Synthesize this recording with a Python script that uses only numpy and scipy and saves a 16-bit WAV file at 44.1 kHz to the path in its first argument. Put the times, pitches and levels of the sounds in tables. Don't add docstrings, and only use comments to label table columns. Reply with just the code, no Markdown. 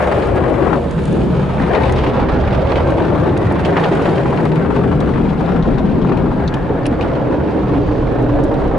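import sys
import numpy as np
from scipy import signal
from scipy.fft import rfft, irfft
from scipy.io import wavfile
from scipy.ndimage import uniform_filter1d

SR = 44100
rng = np.random.default_rng(int(sys.argv[2]) if len(sys.argv) > 2 else 0)


def unload_audio(sound):
    columns = np.transpose(np.atleast_2d(sound))
    steps = np.round(np.clip(columns, -1, 1) * 32767)
    wavfile.write(sys.argv[1], SR, steps.astype(np.int16))


N = 387198

# (time [s], scrub level [dB], scrub brightness [dB, relative], swish level [dB])
CLOTH_CURVES = [(0.0, -14.5, 6, -22), (0.25, -16, -4, -25), (0.5, -14.5, -3, -25.5),
                (0.75, -15.5, -9.5, -24.5), (0.8, -19, 1, -32.5), (0.92, -23.5, -7, -30.5),
                (1.2, -14.5, -12.5, -32), (1.55, -22.5, -6, -27.5), (1.76, -13.5, -2, -23.5),
                (2.0, -16, -8, -26), (2.73, -17, -3.5, -26.5), (3.2, -15, -5.5, -27.5),
                (3.6, -15.5, -5.5, -25), (3.85, -16, -7, -24), (4.1, -15.5, -5, -24.5),
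                (4.45, -17.5, -11, -29), (5.5, -16, -12, -30.5), (6.2, -15.5, -11.5, -29.5),
                (6.5, -19.5, -8, -28.5), (7.2, -16.5, -3, -29.5), (7.9, -16.5, -9, -30),
                (8.4, -14, -3.5, -30), (8.78, -16.5, -8, -30.5)]
# (time [s], strength [dB], lift of the upper rings [dB])
FLOP_EVENTS = [(0.161, -15, 11), (0.225, -7, 0), (0.437, -9, 4), (0.667, -6, -9), (0.728, -3.5, -12),
               (0.979, -14, -5), (1.489, -16, 0), (1.596, -16, 13), (1.712, -11, 11), (1.733, -13, 6),
               (1.753, -8, 5), (1.806, -10, -3), (2.327, -17, 5), (2.72, -11, -6), (2.78, -6, -6),
               (2.797, -10, -6), (3.123, -13, -12), (3.232, -9, -7), (3.274, -10, -5), (3.415, -10, -3),
               (3.505, -25, -2), (3.764, -1, 6.5), (3.777, -9, 10), (3.794, -8, 9), (3.811, -14, -4),
               (3.832, -7, 7), (3.993, -6, -8), (4.182, -23, 6), (4.255, -7, -6), (4.324, -7, -3),
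               (4.401, -19, -7), (4.453, -8, -5), (4.559, -14, -4), (4.606, -19, 2), (4.647, -12, 2),
               (4.702, -5, -8), (4.76, -8, 4), (4.787, -12, -1), (4.838, -16, -6), (4.914, -9, 3),
               (5.008, -9.5, -5), (5.046, -19, -1), (5.068, -21, 13), (5.136, -11, 6), (5.158, -21, 5),
               (5.265, -24, -4), (5.409, -10, -9), (5.545, -23, -5), (5.713, -31, -6), (6.046, -10, -8),
               (6.117, -8, -2), (6.255, -14, -11), (6.316, -13, -5), (6.423, -14, -4), (6.908, -23, -6),
               (7.085, -15, -1), (7.254, -24, -8), (7.401, -15, 2), (7.561, -19, -4), (7.629, -13, -7),
               (7.733, -9, -8), (7.884, -14, 4), (8.185, -11, -9), (8.29, -10, 1), (8.358, -21, -8),
               (8.511, -14, -3), (8.564, -22, -3), (8.587, -17, -1), (8.617, -10, -7), (8.65, -14, -1),
               (8.712, -10, -6), (8.745, -13, -8)]
# (time [s], strength [dB], pitch [Hz], time to fade by 60 dB [s])
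SLAP_EVENTS = [(0.115, -34, 2280, .07), (0.2228, -25, 2340, .07), (0.6207, -27, 2540, .09),
               (0.9882, -31, 2800, .07), (1.2138, -25, 2590, .05), (1.633, -28, 2410, .08),
               (1.732, -23, 2600, .08), (1.749, -15.5, 2350, 0.086), (1.8327, -16, 2240, 0.064),
               (1.923, -25, 2880, 0.035), (1.984, -22, 3000, 0.097), (2.063, -22, 2540, 0.092),
               (2.165, -25, 2290, .08), (2.4735, -21, 2280, .08), (2.507, -23, 2320, .07),
               (2.525, -22, 2800, 0.056), (2.592, -29, 2600, .07), (2.671, -27, 3000, .07),
               (2.695, -28, 3500, .04), (2.7182, -14, 2510, 0.031), (2.757, -15, 2500, .035),
               (2.768, -21, 2900, 0.098), (3.02, -25, 2480, .08), (3.367, -24, 2400, 0.077),
               (3.5556, -28, 2200, .07), (3.6483, -14, 2750, 0.06), (3.7267, -25, 2470, .06),
               (3.769, -16, 2700, .06), (3.782, -31, 2800, 0.046), (3.838, -20, 3160, 0.045),
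               (3.842, -16, 2610, .06), (4.055, -20, 2320, .07), (4.179, -20.5, 2430, 0.065),
               (4.279, -29, 2470, .07), (4.374, -19, 2380, 0.054), (4.452, -23, 2310, 0.076),
               (4.517, -21.5, 2320, .06), (4.557, -24, 2230, 0.079), (4.66, -32, 2350, .06),
               (4.763, -27, 2420, 0.076), (4.783, -29, 2350, 0.045), (4.916, -36, 2350, 0.045),
               (5.003, -26, 3550, 0.055), (5.46, -29, 2240, .07), (5.5595, -26, 2100, .07),
               (5.625, -27, 3550, .07), (5.781, -32, 3480, .07), (6.015, -31, 3200, 0.084),
               (6.0934, -25, 2500, .05), (6.121, -25, 2350, .07), (6.171, -26, 2580, .07),
               (6.4766, -19.5, 3900, 0.049), (6.539, -18.5, 2900, 0.044), (6.8553, -16, 2570, 0.067),
               (7.0096, -16, 2400, 0.045), (7.017, -31, 3600, 0.041), (7.024, -23, 3020, 0.052),
               (7.036, -33, 2700, 0.049), (7.0816, -31, 2400, .06), (7.1333, -31, 2860, .06),
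               (7.1526, -28, 2700, .06), (8.069, -28, 2090, .07), (8.54, -33, 3400, .06)]
# (time [s], strength [factor])
WINDOW_BEATING = [(0, 1), (1, 0.47), (2, 0.96), (3.5, 0.98), (4.8, 0.82), (5.5, 1), (6.5, 0.34),
                  (7.5, 0.78), (8.78, 0.78)]
# (time [s], left over right [dB, scaled for each source])
MIC_TURN = [(0.0, 3), (0.25, 3.5), (0.72, 8), (0.85, -2), (1.2, 2), (1.55, 0.5), (1.76, 5), (2.0, 0),
            (2.7, -2.5), (3.2, 4.5), (3.45, 0), (4.0, 0.5), (4.6, 4), (6.1, 4), (6.8, 0), (7.8, -1.5),
            (8.78, -1)]


def gain_of(db):
    return 10 ** (np.asarray(db) / 20)


def evened(x):
    return x / np.sqrt(np.mean(np.abs(x) ** 2) + 1e-20)


def read(points, hz):
    f, value = np.transpose(points)
    return np.interp(np.log(hz + 1), np.log(f + 1), value)


def columns(table, t):
    s, *rest = np.transpose(table)
    return [np.interp(t, s, c) for c in rest]


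def whole_time():
    return np.arange(N) / SR


def add(mix, s, sound):
    part = mix[:, max(round(s * SR), 0):][:, :sound.shape[1]]
    part += sound[:, :part.shape[1]]


def sides(pan_db):
    return gain_of(np.array([pan_db / 2, -pan_db / 2]))


def mic_balance(s):
    return columns(MIC_TURN, s)[0]


def grid(size):
    hz = np.fft.rfftfreq(size, 1 / SR)[:, None]
    return hz, np.arange(4 * N // size + 5) * size / 4 / SR


def layer(shape_db, level_db):
    power = gain_of(2 * shape_db) * np.ones(len(level_db))
    return power / power.sum(0) * gain_of(2 * level_db)


def field(shape, bins, frames):
    raw = rng.standard_normal(shape[::-1]).T
    across_hz = uniform_filter1d(raw, max(int(bins), 1), 0)
    return evened(uniform_filter1d(across_hz, max(int(frames), 1), 1))


def noise(power, size, count, patchy_db, patch_hz, patch_s):
    # (frequency [Hz], likeness [0 to 1])
    likeness = [(30, 0.8), (45, 1), (75, 0.95), (110, 0.99), (190, 0.81), (340, 0.62), (610, 0.67),
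                (1090, 0.67), (1950, 0.62), (3470, 0.61), (6200, 0.53), (11100, 0.84)]
    frames = np.zeros((2, *power.shape), complex)
    power = power[:count]
    a, b, c, d = rng.standard_normal((*power.shape[::-1], 4)).T
    drift = field(power.shape, patch_hz * size / SR, 4 * patch_s * SR / size)
    patches = evened(gain_of(patchy_db * drift))
    same = np.clip(read(likeness, grid(size)[0][:count]), -1, 1)
    left = a + 1j * b
    right = same * left + np.sqrt(1 - same ** 2) * (c + 1j * d)
    frames[:, :count] = np.array([left, right]) * patches
    frames[:, :count] *= np.sqrt(3 / 2 * power)
    return signal.istft(frames, nperseg=size, noverlap=3 * size // 4)[1][:, :N]


def beating(per_s, t60, spread_db):
    strength = gain_of(spread_db * np.minimum(rng.exponential(1, N), 4))
    lands = strength * (rng.random(N) < per_s / SR)
    fade = signal.lfilter([1], [1, -gain_of(-60 / (t60 * SR))], lands)
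    return evened(uniform_filter1d(fade, 90))


def burst(db, rings, skirt_db, rise, t60, pan_db, apart, blow):
    t = np.arange(4096) / SR
    f = np.fft.rfftfreq(4096, 1 / SR)
    raw = rng.standard_normal((3, 4096))
    raw = raw[0] + apart * raw[1:]
    colour = sum(gain_of(ring_db) / (1 + 1j * (f - hz) / width) ** 2 for hz, width, ring_db in rings)
    colour = colour + gain_of(skirt_db) * f / (f + rings[0][0])
    puff = evened(irfft(rfft(raw) * colour, 4096)) * (1 - np.exp(-t / rise))
    knock = irfft(colour * np.exp(-2j * np.pi * f * rise), 4096)
    fade = gain_of(db - 5.5 - 60 * t / max(t60, .004))
    return fade * (puff + blow * knock / abs(knock).max()) * sides(pan_db)[:, None]


def cabin_db(hz):
    # (frequency [Hz], width [Hz], lift [dB])
    waves = [(53.7, 6.7, 9), (76.9, 8.1, 14.5), (125, 16.6, 8.5), (165.1, 18, 7), (194.4, 7.8, 5),
             (240, 48, 1.5), (346, 8.4, 3.5), (377, 58, 5.5), (483, 9.1, 0)]
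    return sum(db / (1 + (2 * (hz - f) / width) ** 2) for f, width, db in waves)


def body():
    # (time [s], rumble level [dB], deep shudder level [dB], lower boom level [dB], upper boom level [dB])
    body_levels = [(0.0, -23.5, -43, -36, -26.5), (0.35, -18.5, -41, -23, -23),
                   (0.7, -28.5, -43, -23.5, -26.5), (0.97, -22, -36, -21, -22), (1.1, -24.5, -38, -28, -18),
                   (1.6, -18, -33, -27, -17.5), (1.72, -25, -31, -31, -24), (1.85, -19, -35, -21, -31),
                   (2.3, -21.5, -21.5, -24, -25), (2.85, -19.5, -35, -21.5, -28),
                   (3.15, -28, -44, -23, -17), (3.5, -27, -51, -16.5, -19), (3.9, -28, -44, -30, -20),
                   (4.6, -31, -39, -25.5, -17.5), (4.95, -20.5, -32, -28.5, -18.5),
                   (5.7, -25.5, -23.5, -31, -18), (6.3, -26.5, -28, -25.5, -18),
                   (6.85, -26, -27.5, -23, -29), (7.45, -26.5, -37, -25.5, -24),
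                   (7.7, -21.5, -29, -22.5, -23.5), (8.2, -28, -22.5, -19.5, -32.5),
                   (8.78, -21, -22, -25.5, -25)]
    # (frequency [Hz], relative level per Hz [dB])
    rumble_colour = [(24, -44), (40, -10.5), (70, 1), (97, -15.5), (115, -8.5), (150, -9.5), (250, -120)]
    # (time [s], lower boom [Hz], upper boom [Hz])
    boom_pitches = [(0, 105, 171), (0.8, 124, 171), (1.1, 130, 162), (2.9, 123, 170), (3.15, 98, 163),
                    (3.75, 98, 172), (4.0, 119, 144), (4.7, 126, 164), (5.1, 123, 161), (6.4, 121, 171),
                    (6.8, 125, 174), (8.78, 121, 174)]
    boom_falls = [96, 50]
    hz, t = grid(size=4096)
    rumble_db, deep_db, *booms_db = columns(body_levels, t)
    power = layer(-14 * np.log2((hz + 1) / 36) ** 2, deep_db)
    power += layer(read(rumble_colour, hz) + cabin_db(hz), rumble_db)
    for centre, fall_db, boom_db in zip(columns(boom_pitches, t), boom_falls, booms_db):
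        power += layer(cabin_db(hz) - fall_db * np.log2((hz + 1) / centre) ** 2, boom_db)
    return noise(power, size=4096, count=100, patchy_db=1.2, patch_hz=30, patch_s=.3)


def throb():
    lands = np.zeros(N)
    for s, *_ in FLOP_EVENTS + SLAP_EVENTS:
        lands[round(s * SR)] = 1
    heard = signal.lfilter([1], [1, -gain_of(-60 / (.14 * SR))], lands)
    lesser = beating(per_s=26, t60=0.06, spread_db=1.0)
    both = evened(0.56 * uniform_filter1d(heard, 60) + 0.65 * lesser)
    return columns(WINDOW_BEATING, whole_time())[0] * both


def cloth(beats):
    # (frequency [Hz], relative level per Hz [dB])
    scrub_colour = [(120, -26.5), (200, -7), (221, -3), (312, -2.5), (350, -8), (490, -1), (1000, -18.5),
                    (1300, -57.5), (2200, -120)]
    swish_colour = [(470, -16.5), (800, -5.5), (1650, -14.5), (2800, -30.5), (3640, -40.5), (6160, -120)]
    # (time [s], pitch [Hz], lift [dB])
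    panel_ring = [(0, 400, 5), (0.35, 373, 4), (0.45, 332, 7), (0.8, 317, 5), (1.2, 340, 1.5),
                  (1.8, 369, 2), (2.7, 375, 6), (3.0, 320, 6.5), (3.5, 334, 5), (3.9, 407, 3),
                  (4.3, 312, 4.5), (4.8, 257, 4.5), (5.9, 266, 3.5), (6.3, 263, 4), (6.8, 313, 2.5),
                  (7.4, 314, 10), (8.1, 303, 3), (8.3, 297, 12), (8.6, 302, 8), (8.78, 310, -1)]
    sweeps_per_s, sweep_db = 6.9, 1

    hz, t = grid(size=4096)
    _, bright_db, near_db = columns(CLOTH_CURVES, t)
    edge_db = 0.43 * (near_db + 28.0) * np.clip(np.log2((hz + 1) / 1750) / 0.083, 0, 1)
    ring_hz, lift_db = columns(panel_ring, t)
    ring_db = lift_db / (1 + ((hz - ring_hz) / 35) ** 2)
    tilt_db = (bright_db + 6.5) * np.clip(np.log2((hz + 1) / 380) / 0.62, 0, 1)
    flat_db = np.zeros(len(t))
    scrub_power = layer(read(scrub_colour, hz) + cabin_db(hz) + ring_db + tilt_db, flat_db)
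    swish_power = layer(read(swish_colour, hz) + edge_db, flat_db)
    scrub = noise(scrub_power, size=4096, count=220, patchy_db=2.5, patch_hz=24, patch_s=.7)
    swish = noise(swish_power, size=4096, count=600, patchy_db=2.5, patch_hz=35, patch_s=.4)

    scrub_db, _, swish_db = columns(CLOTH_CURVES, whole_time())
    turns = np.cumsum(sweeps_per_s * (1 + 0.13 * field((1, N), 1, .3 * SR)[0])) / SR
    unsteady_db = 0.44 * field((1, N), 1, 0.048 * SR)[0]
    flicker = gain_of(sweep_db * np.sin(2 * np.pi * turns) + unsteady_db)
    scrubbing = scrub * gain_of(scrub_db) * flicker * (0.9 + 0.048 * beats)
    return scrubbing + swish * gain_of(swish_db) * (0.94 + 0.5 * beats)


def flops():
    # (frequency [Hz], width [Hz], level [dB])
    pane = [(912, 350, 6), (1766, 95, -1.5), (2814, 120, -16.5)]
    out = np.zeros((2, N))
    for s, db, lift_db in FLOP_EVENTS:
        shift = rng.uniform(0.97, 1.03)
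        rings = [(hz * shift, width, ring_db + lift_db * (k > 0))
                 for k, (hz, width, ring_db) in enumerate(pane)]
        add(out, s, burst(db, rings, skirt_db=-63.0, rise=0.002986, t60=0.058,
                          pan_db=1.5 * mic_balance(s), apart=0.85, blow=1.2))
    return out


def thuds():
    # (time [s], strength [dB], pitch [Hz])
    thud_events = [(0.225, -12, 460), (0.378, -8, 466), (0.66, -2.5, 452), (0.752, -13, 347),
                   (0.846, -8, 256), (1.175, -10, 385), (1.364, -13, 380), (1.599, -4, 261),
                   (2.074, -5.5, 366), (2.175, -5, 500), (2.343, -6.5, 231), (2.761, -8, 493),
                   (3.004, -5, 358), (3.125, -10, 328), (3.335, -12, 370), (3.682, -8, 396),
                   (3.913, -1.5, 355), (4.072, -1, 334), (4.142, -7, 320), (4.339, -4.5, 300),
                   (4.42, -6.5, 299), (4.565, -15, 266), (4.781, -5, 253), (4.834, -6, 406),
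                   (5.059, -6.5, 304), (5.23, -6, 250), (5.413, -5, 297), (5.671, 1, 252),
                   (5.855, -13, 247), (6.195, -9, 306), (6.262, -4.5, 254), (6.358, -17, 221),
                   (6.553, -9, 486), (6.7, -2.5, 453), (6.912, -6, 430), (6.988, -9, 495), (7.301, -6, 305),
                   (7.403, -7.5, 450), (7.56, -4, 463), (7.714, -3, 223), (8.206, -16, 261),
                   (8.43, -7, 286), (8.658, -6, 272), (8.733, -5, 500)]
    # (multiple of its pitch [factor], width [Hz], level [dB])
    thud_rings = [(1, 64, 1), (1.55, 150, -8), (0.62, 55, -2)]
    out = np.zeros((2, N))
    for s, db, hz in thud_events:
        rings = np.multiply(thud_rings, [hz, 1, 1])
        add(out, s, burst(db, rings, skirt_db=-67.5, rise=0.005, t60=0.15,
                          pan_db=1.1 * mic_balance(s), apart=0.55, blow=0.4))
    return out


def slaps():
    # (multiple of its pitch [factor], width [Hz], level [dB])
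    slap_rings = [(1, 710, 7.5), (1.5, 350, -4), (0.7, 180, -0.5)]
    out = np.zeros((2, N))
    for s, db, hz, t60 in SLAP_EVENTS:
        rings = np.multiply(slap_rings, [hz, 1, 1])
        add(out, s, burst(db, rings, skirt_db=-51.0, rise=0.00076, t60=t60,
                          pan_db=0.87 * mic_balance(s), apart=0.84, blow=0.91))
    return out


def ticks():
    # (time [s], strength [dB], pitch [Hz])
    tick_events = [(0.0707, -27, 5600), (0.2708, -28, 7970), (0.3581, -28, 8920), (0.91, -24, 6270),
                   (1.0365, -29, 6770), (1.054, -18, 6400), (1.1268, -26, 10300), (1.8961, -33, 8820),
                   (1.923, -16.5, 6100), (2.9073, -28, 5680), (3.375, -20, 5640), (3.468, -29, 6060),
                   (3.5229, -27, 7800), (3.6544, -22, 5580), (3.9509, -27, 6950), (4.4523, -27, 8230),
                   (4.556, -31, 8820), (4.7611, -30, 5610), (5.0035, -23, 6270), (6.1719, -29, 5620),
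                   (6.477, -40, 8000), (6.541, -23, 5760), (6.8564, -28, 9000), (6.8646, -13.5, 9100),
                   (7.028, -35, 8000), (8.2244, -33, 8500), (8.4374, -22.5, 5920), (8.443, -27, 5900),
                   (8.54, -37, 5500)]
    # (multiple of its pitch [factor], width [Hz], level [dB])
    tick_rings = [(1, 2800, -1.5), (0.62, 1100, 1.5)]
    out = np.zeros((2, N))
    for s, db, hz in tick_events:
        rings = np.multiply(tick_rings, [hz, 1, 1])
        add(out, s, burst(db, rings, skirt_db=3.0, rise=0.0012, t60=0.016,
                          pan_db=.1 * mic_balance(s), apart=0.26, blow=0.85))
    return out


def patter(beats):
    t, out = np.arange(2048) / SR, np.zeros((2, N))
    lands = rng.random(N) < 420 * (.3 + .7 * beats) / SR
    size = gain_of(4.4 * np.minimum(rng.exponential(1, N), 4)) * lands
    spot = rng.integers(0, 20, N)
    for k, hz in enumerate(np.geomspace(560, 4600, 20)):
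        dull_db = -8 * np.log2(hz / 1000)
        ring = np.sin(2 * np.pi * hz * t) * gain_of(dull_db - 60 * t * hz / 40)
        soft_ring = ring * (1 - np.exp(-t / 0.00031))
        out[k % 2] += signal.oaconvolve(size * (spot == k), soft_ring)[:N]
    swish_db = columns(CLOTH_CURVES, whole_time())[2]
    return gain_of(swish_db - 2.5) * evened(out + 0.36 * out[::-1])


def water(beats):
    # (time [s], spray level [dB], fizz level [dB])
    water_levels = [(0.0, -40, -50), (0.4, -44, -53.5), (0.9, -42.5, -52.5), (1.07, -40.5, -48.5),
                    (1.4, -42.5, -54.5), (1.93, -40, -54), (2.3, -41.5, -60), (2.9, -41.5, -55.5),
                    (3.15, -43.5, -57), (3.63, -44, -56), (3.98, -39.5, -51), (4.55, -46.5, -58),
                    (6.07, -46, -61.5), (6.3, -46.5, -59.5), (7.2, -45.5, -61), (7.85, -45, -61),
                    (8.78, -47.5, -62.5)]
    # (frequency [Hz], relative level per Hz [dB])
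    spray_colour = [(1350, -26.5), (2300, -3.5), (3730, -9), (6500, -25.5), (8450, -56.5), (14300, -120)]
    fizz_colour = [(3240, -35), (5500, -22.5), (6590, -4.5), (9940, -7.5), (10600, -11.5), (11200, -17.5),
                   (14600, -42), (22000, -120)]
    mottle_db = 1.7
    hz, t = grid(size=1024)
    spray_db, fizz_db = columns(water_levels, t)
    spray_power = layer(read(spray_colour, hz), spray_db)
    fizz_power = layer(read(fizz_colour, hz), fizz_db)
    spray = noise(spray_power, size=1024, count=280, patchy_db=mottle_db, patch_hz=90, patch_s=0.061)
    fizz = noise(fizz_power, size=1024, count=280, patchy_db=mottle_db, patch_hz=90, patch_s=.1)
    busy = columns(WINDOW_BEATING, whole_time())[0]
    drops = beating(per_s=87, t60=0.058, spread_db=-3.5) * busy ** 2
    return spray * (0.78 + 0.27 * beats + 0.58 * drops) + fizz * (0.48 + 0.14 * beats + 0.27 * drops)


def hiss():
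    # (frequency [Hz], width [Hz], level [dB])
    hiss_bands = [(4560, 210, 3), (3700, 250, -8), (5700, 700, -9)]
    start_s, length_s, edge_s, level_db = 7.785, 0.235, 0.05, -55
    f, t = np.fft.rfftfreq(N, 1 / SR), whole_time() - start_s
    colour = sum(gain_of(db) / (1 + ((f - hz) / width) ** 2) for hz, width, db in hiss_bands)
    raw = rng.standard_normal((3, N))
    steady = evened(irfft(rfft(raw[0] + 0.6 * raw[1:]) * colour, N))
    shape = np.clip(np.minimum(t, length_s - t) / edge_s, 0, 1)
    return gain_of(level_db) * steady * shape


def scene():
    beats = throb()
    pan_db = mic_balance(whole_time())
    near = (cloth(beats) + patter(beats)) * sides(pan_db) + water(beats) * sides(.6 * pan_db)
    hits = flops() + thuds() + slaps() + ticks()
    return body() * sides(0.48 * pan_db) + near + hits + hiss()


def record(dry):
    edge_hz = 11150
    power_db = 10 * np.log10(abs(uniform_filter1d((dry ** 2).mean(0), 1300)) + 1e-12)
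    evened_out = dry / gain_of(0.29 * np.maximum(power_db + 12.0, 0))
    soft = np.tanh(evened_out)
    low_pass = signal.firwin(511, edge_hz, window=("kaiser", 9), fs=SR)
    return signal.oaconvolve(soft, low_pass[None], "same")


dry = scene()
out = record(dry)
unload_audio(out)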